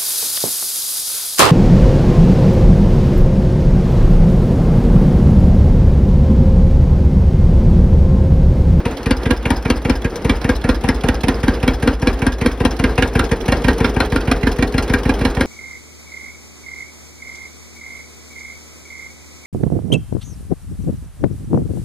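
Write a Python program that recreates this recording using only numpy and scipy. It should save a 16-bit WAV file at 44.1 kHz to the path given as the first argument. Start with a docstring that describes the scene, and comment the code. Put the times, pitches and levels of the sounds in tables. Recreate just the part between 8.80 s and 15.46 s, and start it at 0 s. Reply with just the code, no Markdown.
"""An old two-cylinder tractor idles in an open yard, close to a phone with two microphones.
In each cycle a clack and a dull puff come first; half a turn later the second cylinder's sharp bark excites
the resonances of the exhaust stack; then valve clatter and a low boom fill the pause. Twice at idle the
second cylinder misses. After four seconds the throttle opens, the engine gains speed, missing once more,
and its meshing gear teeth start to sing."""
import sys
import numpy as np
from scipy import signal
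from scipy.fft import rfft, irfft, next_fast_len
from scipy.io import wavfile
from scipy.ndimage import map_coordinates

SR = 44100
rng = np.random.default_rng(int(sys.argv[2]) if len(sys.argv) > 2 else 0)


def unload_wav(signal):
    """Save mono or channel-first audio to the path in sys.argv[1] as 16-bit WAV at rate SR, clipped to [-1, 1]."""
    wavfile.write(
        sys.argv[1],
        SR,
        np.round(np.clip(np.atleast_2d(signal).T, -1, 1) * 32767).astype(np.int16),
    )


N = 293706

# Reverberation of the yard. Each row: frequency in Hz, time to decay by 60 dB in seconds.
YARD_T60 = [(100, 0.3), (500, 0.29), (2000, 0.095), (5000, 0.079), (12000, 0.011)]
# Phase between the microphones. Each row: frequency in Hz, lead of the left in radians.
MIC_PHASE = [(20, 0), (500, -.03), (1200, -.15), (2000, 0), (2700, .8), (4200, .65), (5000, .15),
             (6000, 1.5), (6800, 2.85), (7800, 3.4), (9700, 6), (11300, 6.6), (12500, 8.9), (14500, 9.8),
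             (16000, 12.5)]
# Balance of the microphones. Each row: frequency in Hz, left over right in dB.
MIC_BALANCE = [(20, 0), (400, 0), (750, 1.2), (1500, 0), (1900, -.8), (2400, -3.4), (3300, -2), (5200, .3)]
# Incoherence of the microphones. Each row: frequency in Hz, amplitude share of unrelated sound.
MIC_INCOHERENCE = [(100, .002), (400, .04), (700, .19), (1600, .12), (2800, .37), (5000, .33), (7300, .09),
                   (8700, .38), (10200, .2), (12000, .35), (13700, .07), (15500, .35)]

# Crankshaft speed. Each row: time in seconds, turns per minute.
CRANK_SPEED = [(0.0, 603.0), (1.2, 614.2), (1.8, 605.2), (3.2, 610.9), (4.0, 642.6), (4.2, 699.3),
               (4.35, 742.2), (4.85, 743.0), (5.35, 776.2), (5.8, 771.4), (6.4, 761.1)]
# The governor opens the throttle wide, then eases it. Each row: time in seconds, opening from 0 to 1.
THROTTLE_OPENING = [(4.03, 0.07), (4.17, 1), (4.42, 0.87), (4.9, 0.6), (5.5, 0.07), (5.85, 0.1)]
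# The cycles, counted from 0, in which the second cylinder misses.
MISSED_CYCLES = (0, 6, 23)

# Noise spectra of gears, tappets, knock, gas jet and crack. Each row: frequency in Hz, relative dB per Hz.
GEAR_SPECTRUM = [(15, 2.5), (50, 5), (130, -6), (250, 1), (330, 0.5), (375, -1.5), (480, 1), (600, -9.5),
                 (780, -9), (1000, -12.5), (1700, -16), (3000, -26), (5200, -31.5), (8000, -40.5),
                 (10300, -41.5), (16000, -46)]
TAPPET_SPECTRUM = [(300, 12.5), (800, 18.5), (1600, -0.5), (3000, -27), (4400, -16), (5100, -11),
                   (6000, 2.5), (8500, -6), (10200, -2.5), (12000, -2.5), (16000, -12)]
KNOCK_SPECTRUM = [(80, -48), (250, 0), (400, -13), (900, -23), (1600, -25.5), (4000, -40), (12000, -58)]
JET_SPECTRUM = [(60, -18), (200, 5.5), (500, 0), (700, -2.5), (1600, -3.5), (2600, -5), (4200, -63),
                (6000, -63), (16000, -60)]
CRACK_SPECTRUM = [(1000, 5.5), (2500, 5), (4000, 0), (6000, -0.8), (8500, -8), (10200, -0.5), (12000, -11),
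                  (14000, -10), (16000, -71)]
# The gears' higher tone, which sinks twice while the engine pulls.
# Each row: time in seconds, frequency in Hz, level in dB at full speed.
GEAR_DRONE = [(4.2, 455, -30), (4.38, 474, -30), (4.56, 452, -28), (4.72, 450, -32), (4.9, 468, -24),
              (5.08, 450, -28), (5.22, 474, -34), (5.7, 479, -32), (6.6, 470, -36)]
# Impacts of the valve gear. Each row: place as a share of the cycle, level in dB, decay in seconds.
VALVE_IMPACTS = [(.115, -40, 0.0083), (.235, -29, 0.013), (0.516, -28, 0.011), (.59, -38, 0.0015),
                 (0.834, -29.5, 0.0054), (0.967, -30, 0.007)]
# Modes of the valve gear and of the exhaust stack. Each row: frequency in Hz, bandwidth in Hz, gain in dB.
STEEL_MODES = [(1590, 150, 0), (3400, 200, -4), (4084, 170, -5), (5035, 82, -1.5), (5370, 170, -4)]
STACK_MODES = [(245, 55, -15), (520, 60, -8), (765, 75, -8.5), (970, 100, -6), (1198, 75, -10),
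               (1400, 55, -5.5), (1622, 70, -3.5), (1876, 65, -6), (2060, 90, -12), (2320, 100, -7),
               (2540, 90, -13), (2775, 70, -10), (3052, 80, -17), (3238, 80, -14), (3620, 80, -16),
               (3940, 90, -17), (4170, 80, -14), (4560, 90, -20), (5280, 90, -18)]
# The boom at idle, then at full speed. Each row: share of the cycle after the bark, frequency in Hz.
BOOM_NOTES = [(.303, 55.5), (.213, 53.5)]
# Each cylinder's pressure pulse at the mouth of the stack. Each row: frequency in Hz, relative level in dB.
FIRST_PULSE_SPECTRUM = [(12, -100), (25, -26), (38, 1), (60, 2), (100, -2), (160, -1), (200, -6),
                        (250, -2.5), (310, -18.5), (450, -12), (650, -35), (1200, -66), (4000, -74)]
SECOND_PULSE_SPECTRUM = [(12, -63), (25, -29), (40, 0.5), (65, 2), (100, -4.5), (160, -16), (320, -26),
                         (400, -35), (680, -53), (3000, -85)]
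# How each cylinder's port colours the ring of the stack. Each row: frequency in Hz, relative gain in dB.
FIRST_PORT_COLOUR = [(250, 3), (780, 4), (1200, -8), (1850, -1), (2400, -3), (4000, -10.5)]
SECOND_PORT_COLOUR = [(250, -0.21), (780, -0.12), (1200, 0.088), (1850, -0.3), (2400, -2.8), (4000, -1.5)]
# Strength of thump, bark, crack and (second cylinder only) hollow note and pok, in that order.
# Each row: level at idle in dB, dB gained at full speed, dB gained at open throttle, scatter in dB.
FIRST_LEVELS = [(-14, 0.5, 3, 0.5), (-26, -1.5, 6, 0), (-29.5, -6.5, 10.5, 1.9)]
SECOND_LEVELS = [(-15, -2.5, 0.5, 0.28), (-18.5, -0.73, 4.5, 0.11), (-19, -1, 3.5, 0.85),
                 (-15.5, -7, 2, 0.56), (-4, -3.5, -4, 0.62)]
# The first cylinder's harder clacks. Each row: time in seconds, extra level in dB.
CLACK_ACCENTS = [(.06, 12.5), (.26, 9), (.46, 9.5), (.66, 16.5), (2.24, 5), (3.81, 8), (4.18, 13.5)]
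# Uneven barks. Each row: time in seconds, extra dB of the bark, of the crack and of the hollow note.
BARK_ACCENTS = [(.7, 0.5, 2.5, -15), (.9, 0, 4.5, 1.5), (1.1, -3.5, -1.5, -2.5), (1.5, 0.5, 1, -8),
                (1.69, 0, -0.5, 4), (1.89, 0, -3, 3), (2.09, 0, -1.5, -5), (2.29, -0.5, -3.5, -1),
                (2.48, -2, 2, -11), (2.68, -1, -4.5, -13), (2.88, -1, -3.5, 1), (3.07, 1, -1.5, 3.5),
                (3.27, -1, -2.5, 0.5), (3.47, -0.5, -1, -14), (3.66, -2, 4.5, 7), (3.85, 0.5, 2, 4.5),
                (4.39, -0.5, 1, -4), (4.88, 1.5, -0.5, 7.5), (5.04, 1, -8, 2), (5.2, 2, -2, 4),
                (5.51, 3, 3.5, 1), (5.67, 0, -4.5, 1), (5.98, -1.5, 0, -10), (6.45, -1.5, -1, 2),
                (6.13, 2.5, 2, -4), (6.61, 2.5, 3.5, -2.5)]

IDLE_RPM, FAST_RPM, FIRST_FIRING_S = 608, 772, .0568
SECOND_LAG, MISS_DRAG = .2346, .032  # shares of a cycle
GEAR_TEETH, VALVE_SPEED_DB = 32, 2  # the valve gear rattles harder at full speed
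POK_HZ, POK_FALL_HZ_PER_S = 277, 2620  # the pipe's low note sinks as the gas cools
HUM_HZ, HUM_FALL_HZ_PER_S, HUM_IDLE_DB, HUM_SPEED_DB = 268, 260, -22, -2.5
HOLLOW_HZ, HOOT_HZ, HOOT_OVER_PUFF_DB = 496.6, 468.3, 6.5
BAND_LIMIT_HZ = 15850


def amp(db):
    """Decibels as an amplitude ratio."""
    return 10 ** (np.asarray(db) / 20)


def unit(x):
    """Normalisation to rms 1."""
    return x / np.sqrt(np.mean(x ** 2) + 1e-20)


def along(points, hz):
    """Interpolation of (Hz, value) points on a logarithmic frequency axis."""
    knots_hz, values = np.transpose(points)
    return np.interp(np.log(hz + 1), np.log(knots_hz + 1), values)


def wobble(rate):
    """Random modulation: a smooth curve with rate knots a second."""
    return map_coordinates(rng.standard_normal(int(N * rate / SR) + 4), [np.arange(N) * rate / SR])


def filtered(x, response):
    """Linear filtering: the spectrum of x times a complex response."""
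    size = next_fast_len(N + SR // 2)
    return irfft(rfft(x, size) * response(np.fft.rfftfreq(size, 1 / SR)), size)[..., :N]


def resonance(hz, centre, width):
    """The frequency response of a damped oscillator."""
    return 1j * hz * width / (centre * centre - hz * hz + 1j * hz * width)


def noise(spectrum):
    """Spectral shaping of white noise; rms 1."""
    return unit(filtered(rng.standard_normal(N), lambda hz: amp(along(spectrum, hz))))


def narrowband(centre_hz, width):
    """Noise through a steep resonance is heard as an unsteady note; rms 1."""
    return unit(filtered(rng.standard_normal(N), lambda hz: resonance(hz, centre_hz, width) ** 2))


def tone(hz):
    """A sine whose phase is the integral of its frequency."""
    return np.sin(2 * np.pi * np.cumsum(hz) / SR)


def burst(rise, decay):
    """A smooth onset and exponential decay, both in seconds; peak 1."""
    t = np.arange(SR // 4) / SR
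    shape = (1 - np.exp(-(t / rise) ** 2)) * np.exp(-t / decay)
    return shape / shape.max()


def note(hz, rise, decay, fall=0):
    """A damped oscillation that sinks by fall Hz a second."""
    shape = burst(rise, decay)
    t = np.arange(len(shape)) / SR
    return shape * np.sin(2 * np.pi * (hz - fall * t / 2) * t)


def pulse(spectrum, size=16384):
    """The minimum-phase pulse with this spectrum; rms 1 over its first 20 ms."""
    cepstrum = irfft(np.log(amp(along(spectrum, np.fft.rfftfreq(size, 1 / SR)))))
    shape = irfft(np.exp(rfft(2 * cepstrum[:size // 2], size)))[:size // 2]
    return shape / np.sqrt(np.mean(shape[:SR // 50] ** 2))


def repeat(shape, times, db):
    """Convolution with an impulse train copies a shape to these times and levels."""
    samples = np.clip(np.round(times * SR).astype(int), 0, N)
    train = np.bincount(samples, amp(db), N + 1)[:N]
    return signal.fftconvolve(train, shape)[:N]


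def rpm(s):
    """The crankshaft's rate of rotation at times s."""
    return np.interp(s, *np.transpose(CRANK_SPEED))


def pace(s):
    """Normalised speed: 0 at idle, 1 at full speed."""
    return np.clip((rpm(s) - IDLE_RPM) / (FAST_RPM - IDLE_RPM), 0, 1)


def throttle(s):
    """The throttle's opening at times s."""
    return np.interp(s, *np.transpose(THROTTLE_OPENING))


def cycle_length(s):
    """The four-stroke period in seconds: two turns of the crankshaft."""
    return 2 * 60 / rpm(s)


def crank_times(share):
    """The times of equal phase, at this share of every cycle; a miss lengthens its cycle."""
    times, s = [], FIRST_FIRING_S
    while s < N / SR:
        length = cycle_length(s) * (1 + MISS_DRAG * (len(times) in MISSED_CYCLES))
        times.append(s + share * length)
        s += length
    return np.array(times)


def bark_times():
    """Phase lag: the second cylinder fires about half a turn after the first, unless it misses."""
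    return np.delete(crank_times(SECOND_LAG), MISSED_CYCLES)


def strokes(s, levels):
    """Excitation follows speed and throttle. Each row returned: time in seconds, then each part's dB."""
    idle_db, speed_db, open_db, scatter_db = np.transpose(levels)
    mean_db = idle_db + np.outer(pace(s), speed_db) + np.outer(throttle(s), open_db)
    return np.column_stack([s, mean_db + scatter_db * rng.standard_normal(mean_db.shape)])


def accented(firings):
    """Cycle-to-cycle variation: the firing nearest each accent is made harder or softer."""
    out = firings.copy()
    for s, *extra_db in BARK_ACCENTS:
        nearest = np.argmin(np.abs(firings[:, 0] - s))
        out[nearest, 2:5] += extra_db
    return out


def yard(x, spans):
    """Scattering by tractor, ground and trees: the treble dies first, and each span has new paths."""
    out = np.zeros(N + SR)
    for span in np.array_split(np.arange(N), spans):
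        hz, t, spectra = signal.stft(rng.standard_normal(SR // 2), SR, nperseg=256)
        decay = amp(-60 * t / along(YARD_T60, hz)[:, None])
        tail = signal.istft(spectra * decay, SR, nperseg=256)[1]
        response = np.pad(tail / np.linalg.norm(tail), (SR // 200, 0))  # 5 ms late
        echo = signal.fftconvolve(x[span], response)
        out[span[0]:][:len(echo)] += echo
    return out[:N]


def microphones(x):
    """Partial coherence: bass reaches both ports alike, treble with unlike phase by changing paths."""
    scatter = filtered(x * wobble(90), lambda hz: along(MIC_INCOHERENCE, hz))
    sides = np.array([[1], [-1]])
    phase = lambda hz: np.exp(.5j * sides * along(MIC_PHASE, hz))
    gain = lambda hz: amp(.5 * sides * along(MIC_BALANCE, hz))
    return filtered(x + sides * scatter, lambda hz: phase(hz) * gain(hz))


def gears(churn_db, speed_db, open_db, whine_db):
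    """Load modulates the gears' churn; speed brings a whine at the meshing frequency and a higher drone."""
    t = np.arange(N) / SR
    barks = bark_times()
    load = repeat(burst(0.044, 0.017), barks, np.zeros(len(barks)))
    running_db = churn_db + speed_db * pace(t) + open_db * throttle(t)
    churn = amp(running_db + 5.7 * load + 2.2 * wobble(30)) * noise(GEAR_SPECTRUM)
    mesh_hz = GEAR_TEETH * rpm(t) / 60 * (1 + .003 * wobble(10))
    whine = amp(whine_db + 0.49 * wobble(14)) * tone(mesh_hz)
    s, pitch, level = np.transpose(GEAR_DRONE)
    drone_hz = np.interp(t, s, pitch) * (1 + .006 * wobble(30))
    drone = amp(np.interp(t, s, level) + 1.5 * wobble(25)) * tone(drone_hz)
    return churn + pace(t) ** 2 * whine + pace(t) * drone


def chatter(rate, centre_hz, spread, decay):
    """Shot noise: small steel contacts ring at random times, pitches and strengths; rms 1."""
    count = int(rate * N / SR)
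    pitch, strength = rng.standard_normal((count, 2)).T[:, :, None]
    t = np.arange(SR // 50) / SR
    hz = centre_hz * np.exp(spread * pitch)
    grains = amp(3 * strength) * np.exp(-t / decay) * np.sin(2 * np.pi * hz * t)
    places = rng.integers(0, N, (count, 1)) + np.arange(len(t))
    return unit(np.bincount(places.ravel(), grains.ravel(), N)[:N])


def steel(x):
    """Modal response: the struck valve gear rings at its natural frequencies."""
    return filtered(x, lambda hz: sum(amp(db) * resonance(hz, c, w) for c, w, db in STEEL_MODES))


def valve_clatter():
    """Impact excitation: rockers and tappets rattle at fixed places in every cycle."""
    rattle = np.zeros(N)
    for share, db, decay in VALVE_IMPACTS:
        times = crank_times(share)
        jitter, force = rng.standard_normal((len(times), 2)).T
        level_db = db + VALVE_SPEED_DB * pace(times) + 2 * force
        rattle += repeat(burst(0.0046, decay), times + 0.0018 * jitter, level_db)
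    contacts = chatter(rate=800, centre_hz=3100, spread=.42, decay=.0016)
    # After each bark one steel part rings, less so at speed.
    barks = bark_times()
    tick_db = -37.3 - 7.4 * pace(barks) + 1.8 * rng.standard_normal(len(barks))
    tick = repeat(burst(0.0036, 0.0082), barks + 0.276 * cycle_length(barks), tick_db)
    tick *= narrowband(centre_hz=5050, width=250) + amp(2.5) * narrowband(centre_hz=1625, width=130)
    scrape = amp(-6.0 + 2.9 * wobble(330)) * noise(TAPPET_SPECTRUM)
    ringing = steel(rattle * chatter(rate=350, centre_hz=4000, spread=.4, decay=.0003))
    return rattle * (scrape + amp(-10) * contacts) + amp(-1.0) * ringing + tick


def knock(firings, early, rise, decay, db):
    """A low-frequency noise transient: a dull knock in the engine just before each bark."""
    s = firings[:, 0] - early
    return repeat(burst(rise, decay), s, np.full(len(s), db)) * noise(KNOCK_SPECTRUM)


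def clack(firings, early, db):
    """A band-limited transient: a metallic clack leads each puff, and a few strike harder."""
    s, _, puff_db, _ = np.transpose(firings)
    level_db = puff_db + db
    for when, extra_db in CLACK_ACCENTS:
        level_db[np.argmin(np.abs(s - when))] += extra_db
    return repeat(burst(0.003, 0.0047), s - early, level_db) * narrowband(centre_hz=2390, width=1000)


def boom(rise, decay, slow_db, fast_db):
    """A deep damped oscillation in the pause after each bark, sooner and weaker at speed."""
    out = np.zeros(N + SR)
    for s in bark_times():
        blend = np.array([1 - pace(s), pace(s)])
        share, hz = blend @ BOOM_NOTES
        deep_note = amp(blend @ [slow_db, fast_db]) * note(hz, rise, decay)
        start = round((s + share * cycle_length(s)) * SR)
        out[start:][:len(deep_note)] -= deep_note
    return out[:N]


def hoot(firings, early, rise, decay):
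    """Pipe resonance: the first cylinder's softer blow draws a short hollow note."""
    s, _, puff_db, _ = np.transpose(firings)
    return repeat(note(HOOT_HZ, rise, decay), s - early, puff_db + HOOT_OVER_PUFF_DB)


def honk(firings, early):
    """Pipe resonance: the second cylinder sounds a round pok, a higher hollow note and a sinking hum."""
    s, *_, hollow_db, pok_db = np.transpose(firings)
    pok = repeat(note(POK_HZ, rise=0.011, decay=0.0049, fall=POK_FALL_HZ_PER_S), s - early, pok_db)
    hollow = repeat(note(HOLLOW_HZ, rise=0.013, decay=0.0063), s - 0.004, hollow_db)
    hum_note = note(HUM_HZ, rise=0.021, decay=0.029, fall=HUM_FALL_HZ_PER_S)
    hum = repeat(hum_note, s - early, HUM_IDLE_DB + HUM_SPEED_DB * pace(s))
    return hollow - pok - hum


def thumps(firings, spectrum, delay):
    """Radiation of a pressure pulse: a slug of gas leaves the stack a moment after the valve opens."""
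    s, thump_db = np.transpose(firings)[:2]
    return repeat(pulse(spectrum), s + delay, thump_db)


def stack(hz):
    """Standing waves in the stack: each charge's heat retunes the modes, which ring at new strengths."""
    tuning = 1 + 0.003 * rng.standard_normal()
    scatter_db = along([(1000, 1.3), (4000, 3.5)], np.transpose(STACK_MODES)[0])
    extra_db = scatter_db * rng.standard_normal(len(STACK_MODES))
    return sum((-1) ** k * amp(db + extra_db[k]) * resonance(hz, tuning * centre, width)
               for k, (centre, width, db) in enumerate(STACK_MODES))


def blasts(firings, early, rise, decay, crack_rise, crack_decay, ring_db, jet_db, port, shock_db):
    """Source and filter: turbulent gas tears past the valve and rings the stack, a bright crack on top."""
    s, _, bark_db, crack_db, *_ = np.transpose(firings)
    size = 4096
    hz = np.fft.rfftfreq(size, 1 / SR)
    gush = burst(rise, decay)[:size]
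    treble = np.clip(np.log2((hz + 1) / 1000), 0, 1)
    shock = amp(shock_db) * np.linalg.norm(gush) * (gush == gush.max())  # an impulse at the peak
    ring = np.zeros(N + size)
    for start, db in zip(s - early, bark_db):
        colour = amp(along(port, hz) + 1.8 * rng.standard_normal() * treble)  # brighter or duller
        excitation = shock + gush * rng.standard_normal(size)
        ringing = irfft(rfft(excitation) * colour * stack(hz))
        ring[round(start * SR):][:size] += amp(db + ring_db) * unit(ringing) * np.std(gush)
    jet = repeat(gush, s - early, bark_db + jet_db) * noise(JET_SPECTRUM)
    crack = repeat(burst(crack_rise, crack_decay), s - early / 2, crack_db) * noise(CRACK_SPECTRUM)
    sputter = unit(amp(3 * wobble(900)))
    return ring[:N] + (jet + crack) * sputter


def scene():
    """Superposition of exhaust, valve gear, gear train and the yard's echoes at two microphones."""
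    first = strokes(crank_times(0), FIRST_LEVELS)
    second = accented(strokes(bark_times(), SECOND_LEVELS))
    low = thumps(second, SECOND_PULSE_SPECTRUM, delay=0.0092)
    low -= thumps(first, FIRST_PULSE_SPECTRUM, delay=0.0039)
    puffs = blasts(first, early=0.005, rise=0.0036, decay=0.00933, crack_rise=0.00035, crack_decay=0.011,
                   ring_db=6.5, jet_db=0.5, port=FIRST_PORT_COLOUR, shock_db=-9)
    barks = blasts(second, early=.003, rise=0.004, decay=0.006037, crack_rise=0.0021, crack_decay=0.0045,
                   ring_db=5.0, jet_db=-4.0, port=SECOND_PORT_COLOUR, shock_db=-3.5)
    bright = puffs + barks + clack(first, early=0.0054, db=-10.0) + valve_clatter()
    pipe = honk(second, early=.0012) + hoot(first, early=0.004, rise=0.012, decay=0.011)
    knocks = knock(second, early=0.018, rise=0.012, decay=0.013, db=-20)
    body = low + pipe + knocks + boom(rise=0.007, decay=0.044, slow_db=-14.5, fast_db=-16.3)
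    gearing = gears(churn_db=-27.0, speed_db=0.2, open_db=1.9, whine_db=-28.5)
    echoes = amp(-10) * yard(bright, spans=30) + amp(-18.5) * yard(low, spans=1)
    return microphones(body + bright + echoes + gearing)


def record(dry):
    """Saturation and band limiting: the phone rounds the peaks and cuts the lowest bass and top treble."""
    rounded = dry / (1 + np.abs(dry / .95) ** 6) ** (1 / 6)
    return filtered(rounded, lambda hz: (hz < BAND_LIMIT_HZ) * hz ** 6 / (hz ** 6 + 29 ** 6))


dry = scene()
out = record(dry)
unload_wav(out)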